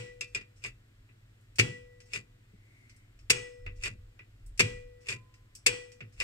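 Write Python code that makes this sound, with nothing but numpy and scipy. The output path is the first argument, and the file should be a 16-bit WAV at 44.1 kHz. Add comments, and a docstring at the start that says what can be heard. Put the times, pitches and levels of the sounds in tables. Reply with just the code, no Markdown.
"""A rotary step switch in a sheet-metal cabinet is turned step by step, close to a pair of microphone ports.
Its sprung detent gives impacts (short noise bursts) that excite long-ringing modes: a crack, a thud and a ring.
About half a second after a snap the wipers click, scrape and seat on a contact: impact and stick-slip friction.
Small clicks, spring ticks and bumps fall between; hum, air and the rumble of handling lie underneath as
steady tones and coloured noise."""
import sys
import numpy as np
from scipy import signal
from scipy.fft import rfft, irfft, next_fast_len
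from scipy.io import wavfile

SR = 44100
rng = np.random.default_rng(int(sys.argv[2]) if len(sys.argv) > 2 else 0)


def pcm_store(signal):
    """Save signal as 16-bit PCM."""
    levels = np.round(np.clip(np.atleast_2d(signal), -1, 1) * 32767)
    wavfile.write(sys.argv[1], SR, levels.astype(np.int16).T)


N = 274743  # length in samples

# The detent drops home. Each row: crack time in seconds, crack level in dB, brightness in dB per octave,
# length of the drop in seconds, first touch in dB, arm in dB, arm t60 in seconds, whine in dB, cabinet thud in dB.
DETENTS = [(-.06, -18, -17, 0.003, -30, -40.5, 1.07, -53.5, -39.5),
           (1.597, -13, -3, 0.012, -25, -42, 1.29, -46, -26.5),
           (3.303, -11.5, 3.5, 0.0044, -24, -38, 1.28, -48, -38.5),
           (4.6046, -13, -3, .0105, -16.5, -37, 1.13, -49, -29),
           (5.665, -12, 3.5, 0.0035, -34, -34, 0.72, -51, -44.5)]
# The wipers cross a contact. 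Each row: edge click time in seconds, edge click in dB, delay until they seat
# in seconds, seating click in dB, scrape in dB, cabinet thud of the seating in dB.
STROKES = [(0.348, -31, 0.01, -35.5, -51, -46), (.639, -38, .009, -34.5, -43.5, -47),
           (2.134, -32.5, .023, -37.5, -36.5, -43.5), (3.836, -32, .024, -32.5, -33, -46),
           (5.086, -30.5, 0.034, -36.5, -31, -40), (6.2013, -31, .008, -30, -38, -53)]
# Lone clicks as the lever's play is taken up. Each row: time in seconds, level in dB,
# brightness in dB per octave, cabinet thud in dB.
CLICKS = [(.2095, -32.5, 3.5, -55), (.241, -54, 7, -83), (.411, -49, -4, -61), (1.09, -61.5, -18, -62),
          (3.664, -39, -12, -45.5), (4.192, -48, -13, -57), (6.006, -42.5, -9, -42)]
# The loaded spring ticks. Each row: time in seconds, level in dB, brightness in dB per octave.
TICKS = [(1.409, -73.5, 19), (1.557, -51, 2.5), (2.003, -54, -4.5), (2.895, -57.5, -4), (2.963, -65, 10),
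         (3.19, -61.5, -4), (4.462, -59.5, 21), (4.576, -47.5, 1), (5.34, -60.5, -5.5), (5.551, -46.5, 6.5),
         (5.918, -54, -2)]
# Soft bumps on the cabinet. Each row: time in seconds, level in dB, t60 in seconds, lowest panel mode in Hz.
BUMPS = [(2.534, -43, 0.046, 185.7), (3.91, -43.5, 0.17, 112.8)]
# A contact blade is plucked free. Each row: time in seconds, frequency in Hz, level in dB, t60 in seconds.
BLADE_PLUCKS = [(5.13, 1021, -62, 1.0)]
# The hand's unrest. Each row: time in seconds, rumble level in dB.
HANDLING = [(0, -64.5), (1.4, -67), (3.08, -63), (3.22, -50), (3.54, -60), (3.68, -46), (4.0, -48),
            (4.25, -62), (4.43, -51.5), (5.45, -63.5), (6.13, -64.5), (6.22, -44)]

# Modes of the detent's steel frame. Each row: frequency in Hz, relative level in dB, t60 in seconds.
FRAME_MODES = [(2428, -3, 0.55), (2541, -1, 0.33), (2702, -1, 0.3), (2895, -2, 0.34), (3348, -6, 0.42),
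               (3817, -14, 0.34), (4371, -14, 0.38), (4635, -8, 0.33), (5270, -15, 0.7), (5873, -21, 0.55),
               (6433, -14, 0.34), (6541, -11, 0.36), (7908, -9, 0.4), (8059, -10, 0.45), (8349, -13, 0.38),
               (8538, -17, 0.34), (9340, -20, 0.45)]
# Modes of the lever and wiper blades. Each row: frequency in Hz, relative level in dB, t60 in seconds.
LEVER_MODES = [(1970, -2, 0.16), (2422, 0.5, 0.19), (2443, 12, 0.041), (2650, -3.5, 0.22), (5260, 6, 0.043)]
# Modes of the cabinet panel. Each row: frequency as a ratio to the lowest mode, relative level in dB.
PANEL_MODES = [(1, 5), (1.33, -8), (1.76, -8.5), (2.23, -10.5)]
# Resonances of the switch's metal plates. Each row: frequency in Hz, level in dB (only differences count).
PLATES = [(3483, -52), (3688, -55), (4463, -53), (4657, -53), (4856, -51), (5044, -51), (5599, -52),
          (6142, -53), (6546, -53), (7230, -53), (7526, -53), (7989, -55), (8586, -54), (9049, -57)]
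# Steady hum tones. Each row: frequency in Hz, level in dB rms.
HUM = [(102.3, -64), (118.4, -66.5)]

# Noise spectra of the detent crack, wiper contact, coil spring, spring tick, cabinet thud, handling rumble,
# shaft bearing and room air. Each row: frequency in Hz, relative density in dB per Hz.
CRACK = [(100, -30), (250, -15.5), (440, -5), (620, -35.5), (1000, -20), (1400, -19), (1950, -5),
         (2300, -0.5), (2700, 1.5), (3150, -13), (4200, -11), (5200, -10), (6300, -11), (7800, -8.5),
         (10000, -20.5), (13000, -29.5), (15500, -35)]
WIPER = [(120, -29), (250, -29), (420, -9), (750, -29), (1300, -17), (1650, -14), (2000, -6.5), (2720, 1),
         (2950, -11.5), (4400, -15), (5200, -12.5), (6000, -16), (7500, -10.5), (10500, -25), (15500, -40)]
SPRING = [(250, -9.5), (420, 2.5), (580, -16.5), (900, -11.5), (1300, -9.5), (2500, 1), (3800, -14),
          (5200, -11.5), (6500, -16), (8200, -13.5), (10200, -31.5), (15000, -41.5)]
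TICK = [(800, -30.5), (2500, 1.5), (3800, -11.5), (5300, 1.5), (6500, -5.5), (8300, -3), (10500, -17.5),
        (15000, -24.5)]
THUD = [(25, -19), (70, -12), (115, 10), (155, -7), (200, -8), (255, -12.5), (350, -8), (600, -23.5),
        (1500, -76.5)]
RUMBLE = [(11, -25), (18, -3), (43, 4), (76, -13), (100, -2.5), (130, -30.5), (220, -120)]
BEARING = [(150, -12.5), (280, -0.5), (450, -18), (1200, -27), (1750, -15), (2120, 4), (2450, -11),
           (3200, -26.5), (8000, -22.5), (14000, -38.5)]
AIR = [(35, -33.5), (60, -12), (113, -7), (133, -13), (172, -17), (281, -15.5), (437, -22.5), (862, -30.5),
       (1950, -24), (5330, -35), (6280, -38), (7750, -33.5), (9790, -44), (14900, -42), (16000, -51)]

# Damping of the crack and of the wiper clicks. Each row: frequency in Hz, t60 in seconds.
CRACK_T60 = [(300, 0.035), (2300, 0.073), (5000, 0.06), (12000, 0.058)]
WIPER_T60 = [(300, 0.14), (2500, 0.14), (5000, 0.12), (12000, 0.039)]
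# How the cabinet's near field meets the two ports. Each row: frequency in Hz, likeness from 0 to 1,
# lead of the left port in radians, left over right in dB.
PORTS = [(40, .995, 0, 0), (130, .96, 0, 0), (480, .88, 1.6, 5), (700, .75, 1.7, 6), (1350, .45, 1.5, -4),
         (2000, .75, 2.4, 2), (2400, .65, 3.1, 4), (3100, .35, 3, 0), (4200, .2, 2.2, -1),
         (6000, .1, 1.6, 1), (12000, .1, 0, 0)]

TOUCH_BRIGHT = -0.5  # the roller's touch and skip, dB per octave
SKIP_DB, SPRING_DB, FRAME_DB = -4.5, -20.5, -30.5  # against the crack
FRAME_BRIGHT = -0.5  # added to the crack's brightness, dB per octave
THUD_T60 = .39  # seconds, under a detent
WHINE_HOLD_S, WHINE_STEP_DB = 0.18, 11.5  # the whine holds, then drops by this step
WHINE_LIFE = 0.99  # the whine's t60 as a share of the arm's
EDGE_BRIGHT, SEAT_BRIGHT = 2.1, -8.5  # dB per octave
SCRAPE_LAG_S = 0.025  # from the edge click to the loudest scraping
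SCRAPE_RISE_S, SCRAPE_FALL_S = 0.039, 0.043  # time per 20 dB
SLIPS_PER_S, SLIP_SCATTER_DB, SLIP_T60 = 115, 2, .06  # the jerks within a scrape; t60 in seconds
WHISPER_LEAD_S, WHISPER_ATTACK_S = .08, 0.037  # the spring stretches before each stroke
WHISPER_DB, WHISPER_BRIGHT = -50, 0  # brightness in dB per octave
TICK_ATTACK_S, TICK_RING_T60 = 0.00041, .22  # seconds
UNREST_DB, UNREST_PER_S = 3.5, 12  # the rumble's random swells
JOLT_DB, JOLT_S = -58, 0.061  # each snap and stroke jolts the hand: level and half-width
RUB_S, RUB_DB, RUB_WIDTH_S = 2.82, -65.5, .24  # the shaft's rub: middle, level and half-width
TOP_HZ = 15800  # upper band limit
SIDES = np.array([[.5], [-.5]])  # left and right shares of a difference between the ports


def amp(db):
    """Level law: decibels to amplitude gain."""
    return 10 ** (np.asarray(db) / 20)


def unit(x):
    """Normalisation: scale to rms 1."""
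    return x / np.sqrt(np.mean(x ** 2) + 1e-20)


def along(points, hz, axis=1):
    """Interpolation of one table column over a logarithmic frequency axis."""
    table = np.transpose(points)
    return np.interp(np.log(hz + 1), np.log(table[0] + 1), table[axis])


def tilt(hz, bright):
    """Contact stiffness: a harder contact lifts the treble, here in dB per octave from 2 to 10 kHz."""
    return bright * np.log2(np.clip(hz, 2000, 10000) / 2000)


def filtered(x, response):
    """Linear filtering: the spectrum is multiplied by a response of frequency."""
    size = x.shape[-1]
    padded = next_fast_len(size + 8192)
    spectrum = rfft(x, padded) * response(np.fft.rfftfreq(padded, 1 / SR))
    return irfft(spectrum, padded)[..., :size]


def noise(spectrum, size, bright=0):
    """Spectral shaping: two unrelated white noises are coloured and brought to rms 1."""
    white = rng.standard_normal((2, size))
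    return unit(filtered(white, lambda hz: amp(along(spectrum, hz) + tilt(hz, bright))))


def wobble(t, rate):
    """Slow random fluctuation: straight lines between rate random knots a second."""
    return np.interp(t * rate, np.arange(len(t)), rng.standard_normal(len(t)))


def fade(t, t60):
    """Exponential damping: free decay, 60 dB down after t60."""
    return np.exp(-np.log(1000) * t / np.maximum(t60, 1e-3))


def swell(t, attack):
    """Exponential approach: the build-up of a vibration."""
    return 1 - np.exp(-t / max(attack, 1e-5))


def hump(x, width):
    """Gaussian bell: a smooth rise and fall around x = 0."""
    return np.exp(-(x / width) ** 2)


def add(track, s, sound):
    """Superposition: a sound is mixed into the track at time s."""
    start = round(s * SR)
    lo, hi = max(start, 0), min(start + sound.shape[-1], N)
    if hi > lo:
        track[:, lo:hi] += sound[:, lo - start:hi - start]


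def ports(pair):
    """Partial coherence: two unrelated signals become left and right, partly alike and out of step."""
    def response(hz):
        turn = np.arccos(np.clip(along(PORTS, hz), 0, 1)) / 2
        phase = np.exp(.5j * along(PORTS, hz, axis=2))
        left = phase * amp(along(PORTS, hz, axis=3) / 2)
        return np.array([[np.cos(turn) * left, np.sin(turn) * left],
                         [np.cos(turn) / left, -np.sin(turn) / left]])
    return filtered(pair, response).sum(axis=1)


def plated(pair, depth_db=9, width_hz=65, dip_db=4):
    """Resonance: the plates' modes stand out of a contact's treble as spectral peaks."""
    top = max(db for _, db in PLATES)

    def response(hz):
        peaks = sum(np.sqrt(amp(db - top)) * hump(hz - centre, width_hz) for centre, db in PLATES)
        dip = dip_db * swell(np.maximum(hz - 2900, 0), 200)  # lowers the treble between the peaks
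        return amp(depth_db * peaks - dip)
    return unit(filtered(pair, response))


def burst(spectrum, t60s, bright):
    """Impact: a blow excites countless damped modes, each band dying at its own speed."""
    blow = plated(noise(spectrum, SR // 4, bright))
    hz, t, bands = signal.stft(blow, SR, nperseg=128)
    damping = fade(t, along(t60s, hz)[:, None])
    return signal.istft(bands * damping, SR, nperseg=128)[1]


def partial(t, hz, t60, lead, pan_db):
    """Normal mode: one damped sine, with a phase and level difference between the two ports."""
    phase = 2 * np.pi * (hz * t + rng.random()) + SIDES * lead
    return amp(SIDES * pan_db) * fade(t, t60) * np.sin(phase)


def shimmer(coil_hz, t60=0.41, wash_t60=0.41, lines_db=-2, scatter_db=4):
    """Modal density: the coil spring's many close modes, at new strengths each time, over a dense wash."""
    t = np.arange(SR) / SR
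    shape = (2, len(coil_hz))
    strengths = amp(along(SPRING, coil_hz) + rng.normal(0, scatter_db, shape))
    lines = np.zeros((2, SR // 2 + 1), complex)  # one spectral bin per Hz
    lines[:, coil_hz] = strengths * np.exp(2j * np.pi * rng.random(shape))
    coils = amp(lines_db) * unit(irfft(lines, SR)) * fade(t, t60)
    wash = noise(SPRING, SR) * fade(t, wash_t60)  # the cabinet's answer
    return (coils + wash) * swell(t, 0.0014)


def thud(db, t60, attack=0.019, panel_hz=114, panel_db=-2):
    """Plate vibration: the cabinet booms under a blow, a few panel modes among many weaker ones."""
    t = np.arange(SR) / SR
    panel = sum(amp(panel_db + level) * np.sin(2 * np.pi * (ratio * panel_hz * t + rng.random()))
                for ratio, level in PANEL_MODES)
    body = noise(THUD, SR) + panel * np.array([[1], [0]])
    return amp(db) * body * swell(t, attack) * fade(t, t60)


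def frame(bright, twin_db=-5):
    """Beating: the frame's modes come in close pairs that drift in and out of phase."""
    t = np.arange(SR) / SR
    out = np.zeros((2, len(t)))
    for hz, db, t60 in FRAME_MODES:
        scatter_db, pan_db, lead, split = rng.normal(0, [2.5, 2, 1, .004])
        mode = partial(t, hz, t60, lead, pan_db)
        twin = partial(t, hz * (1 + split), t60, -lead, -pan_db)
        out += amp(db + scatter_db + tilt(hz, bright)) * (mode + amp(twin_db) * twin)
    return out * swell(t, 0.0017)


def arm(t60, hz=491, lead=1.8, pan_db=6):
    """Damped free vibration: the detent arm sings on, as long as the grip on the lever lets it."""
    t = np.arange(3 * SR // 2) / SR
    return swell(t, 0.0033) * partial(t, hz, t60, lead, pan_db)


def whine(t60, hz=1957, lead=0.51, waver_hz=6):
    """Frequency modulation: a wavering tone near the arm's fourth harmonic holds, drops a step, dies away."""
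    t = np.arange(SR) / SR
    late = np.maximum(t - WHINE_HOLD_S, 0)
    waver_db = 1.3 * wobble(t, rate=20)
    step_db = WHINE_STEP_DB * swell(late, 0.0083)
    level = swell(t, 0.0027) * fade(late, t60) * amp(waver_db - step_db)
    phase = 2 * np.pi * np.cumsum(hz + waver_hz * wobble(t, rate=22)) / SR
    return level * np.sin(phase + lead * SIDES)


def detent():
    """Impact and free vibration: the roller touches the cam, skips and cracks home; ringing starts at the skip."""
    blows, tones = np.zeros((2, 2, N))
    coil_hz = rng.integers(2200, TOP_HZ, size=250)  # the same spring at every snap
    for s, db, bright, drop, touch_db, arm_db, arm_t60, whine_db, thud_db in DETENTS:
        halfway = s - drop / 2
        add(blows, s - drop, amp(touch_db) * burst(CRACK, CRACK_T60, TOUCH_BRIGHT))
        add(blows, halfway, amp(db + SKIP_DB) * burst(CRACK, CRACK_T60, TOUCH_BRIGHT))
        add(blows, s, amp(db) * burst(CRACK, CRACK_T60, bright))
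        add(blows, halfway, amp(db + SPRING_DB) * shimmer(coil_hz) + thud(thud_db, THUD_T60))
        add(tones, halfway, amp(db + FRAME_DB) * frame(bright + FRAME_BRIGHT))
        add(tones, halfway, amp(arm_db) * arm(arm_t60))
        add(tones, halfway, amp(whine_db) * whine(WHINE_LIFE * arm_t60))
    return ports(blows) + tones


def background(air_db=-67):
    """Stationary sources: room air and two hum tones, with handling rumble that shakes both ports alike."""
    t = np.arange(N) / SR
    hum = sum(amp(db) * np.sqrt(2) * np.sin(2 * np.pi * (hz * t + rng.random())) for hz, db in HUM)
    unrest = amp(np.interp(t, *np.transpose(HANDLING)) + UNREST_DB * wobble(t, UNREST_PER_S))
    jolts = amp(JOLT_DB) * sum(hump(t - s, JOLT_S) for s, *_ in DETENTS + STROKES)
    rumble = np.hypot(unrest, jolts) * noise(RUMBLE, N)[0]
    return hum + rumble + ports(amp(air_db) * noise(AIR, N))


def lever(bright):
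    """Modal excitation: the lever's few short modes, at new strengths for each click."""
    t = np.arange(SR // 4) / SR
    out = np.zeros((2, len(t)))
    for hz, db, t60 in LEVER_MODES:
        scatter_db, pan_db, lead = rng.normal(0, [2.5, 2, 1.5])
        out += amp(db + scatter_db + tilt(hz, bright)) * partial(t, hz, t60, lead, pan_db)
    return out * swell(t, 0.0013)


def scrape(t, count=120):
    """Stick-slip friction: the wiper crosses a stud in uneven little jerks, loudest about t = 0."""
    stroke = 10 ** -np.where(t < 0, -t / SCRAPE_RISE_S, t / SCRAPE_FALL_S)
    gaps = rng.uniform(.5, 1.5, count) / SLIPS_PER_S
    slips = t[0] + np.append(0, np.cumsum(gaps))
    last = np.searchsorted(slips, t, side="right") - 1  # the latest slip at each moment
    strengths = amp(SLIP_SCATTER_DB * rng.standard_normal(len(slips)))
    jerks = strengths[last] * fade(t - slips[last], SLIP_T60)
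    return stroke * unit(jerks) * plated(noise(WIPER, len(t)))


def wipers(ring_db=-9, edge_thud_db=-4):
    """Impact and friction: wipers click on an edge, scrape and seat duller; every click rings the lever."""
    blows, tones = np.zeros((2, 2, N))
    clicks = list(CLICKS)
    around = np.arange(-SR // 4, SR // 4) / SR
    for s, edge_db, delay, seat_db, scrape_db, thud_db in STROKES:
        clicks.append((s, edge_db, EDGE_BRIGHT, thud_db + edge_thud_db))
        clicks.append((s + delay, seat_db, SEAT_BRIGHT, thud_db))
        add(blows, s + SCRAPE_LAG_S + around[0], amp(scrape_db) * scrape(around))
    for s, db, bright, thud_db in clicks:
        add(blows, s, amp(db) * burst(WIPER, WIPER_T60, bright))
        add(blows, s, thud(thud_db, t60=0.25))
        add(tones, s, amp(db + ring_db) * lever(bright))
    t = np.arange(SR) / SR
    for s, hz, db, t60 in BLADE_PLUCKS:
        add(tones, s, amp(db) * swell(t, 0.007) * partial(t, hz, t60, lead=0, pan_db=-7.0))
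    return ports(blows) + tones


def tick(bright, attack, tick_t60=0.12, ring_db=-8, count=10):
    """Stress release: the loaded spring's coils shift and ring thinly in random high modes."""
    t = np.arange(SR // 4) / SR
    hz = rng.uniform(4000, 9500, (2, count, 1))
    modes = amp(along(TICK, hz) + tilt(hz, bright)) * np.sin(2 * np.pi * (hz * t + rng.random(hz.shape)))
    coils = amp(ring_db) * unit(np.sum(modes, axis=1)) * fade(t, TICK_RING_T60)
    hiss = noise(TICK, len(t), bright) * fade(t, tick_t60)
    return swell(t, attack) * (hiss + coils)


def creaks():
    """Friction and strain: the shaft rubs, the spring ticks and whispers before strokes, the hand bumps."""
    out = amp(RUB_DB) * hump(np.arange(N) / SR - RUB_S, RUB_WIDTH_S) * noise(BEARING, N)
    for s, db, bright in TICKS:
        add(out, s, amp(db) * tick(bright, TICK_ATTACK_S))
    for s, *_ in STROKES:
        whisper = tick(WHISPER_BRIGHT, WHISPER_ATTACK_S, tick_t60=0.096, ring_db=-9)
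        add(out, s - WHISPER_LEAD_S, amp(WHISPER_DB) * whisper)
    for s, db, t60, hz in BUMPS:
        add(out, s, thud(db, t60, panel_hz=hz, panel_db=5))
    return ports(out)


def scene():
    """Superposition: the switch in its quiet room is the sum of its sources."""
    return detent() + background() + wipers() + creaks()


def record(dry):
    """Band limiting: a steep low-pass removes what lies above the top frequency."""
    return filtered(dry, lambda hz: 1 / (1 + (hz / TOP_HZ) ** 120))


dry = scene()
out = record(dry)
pcm_store(out)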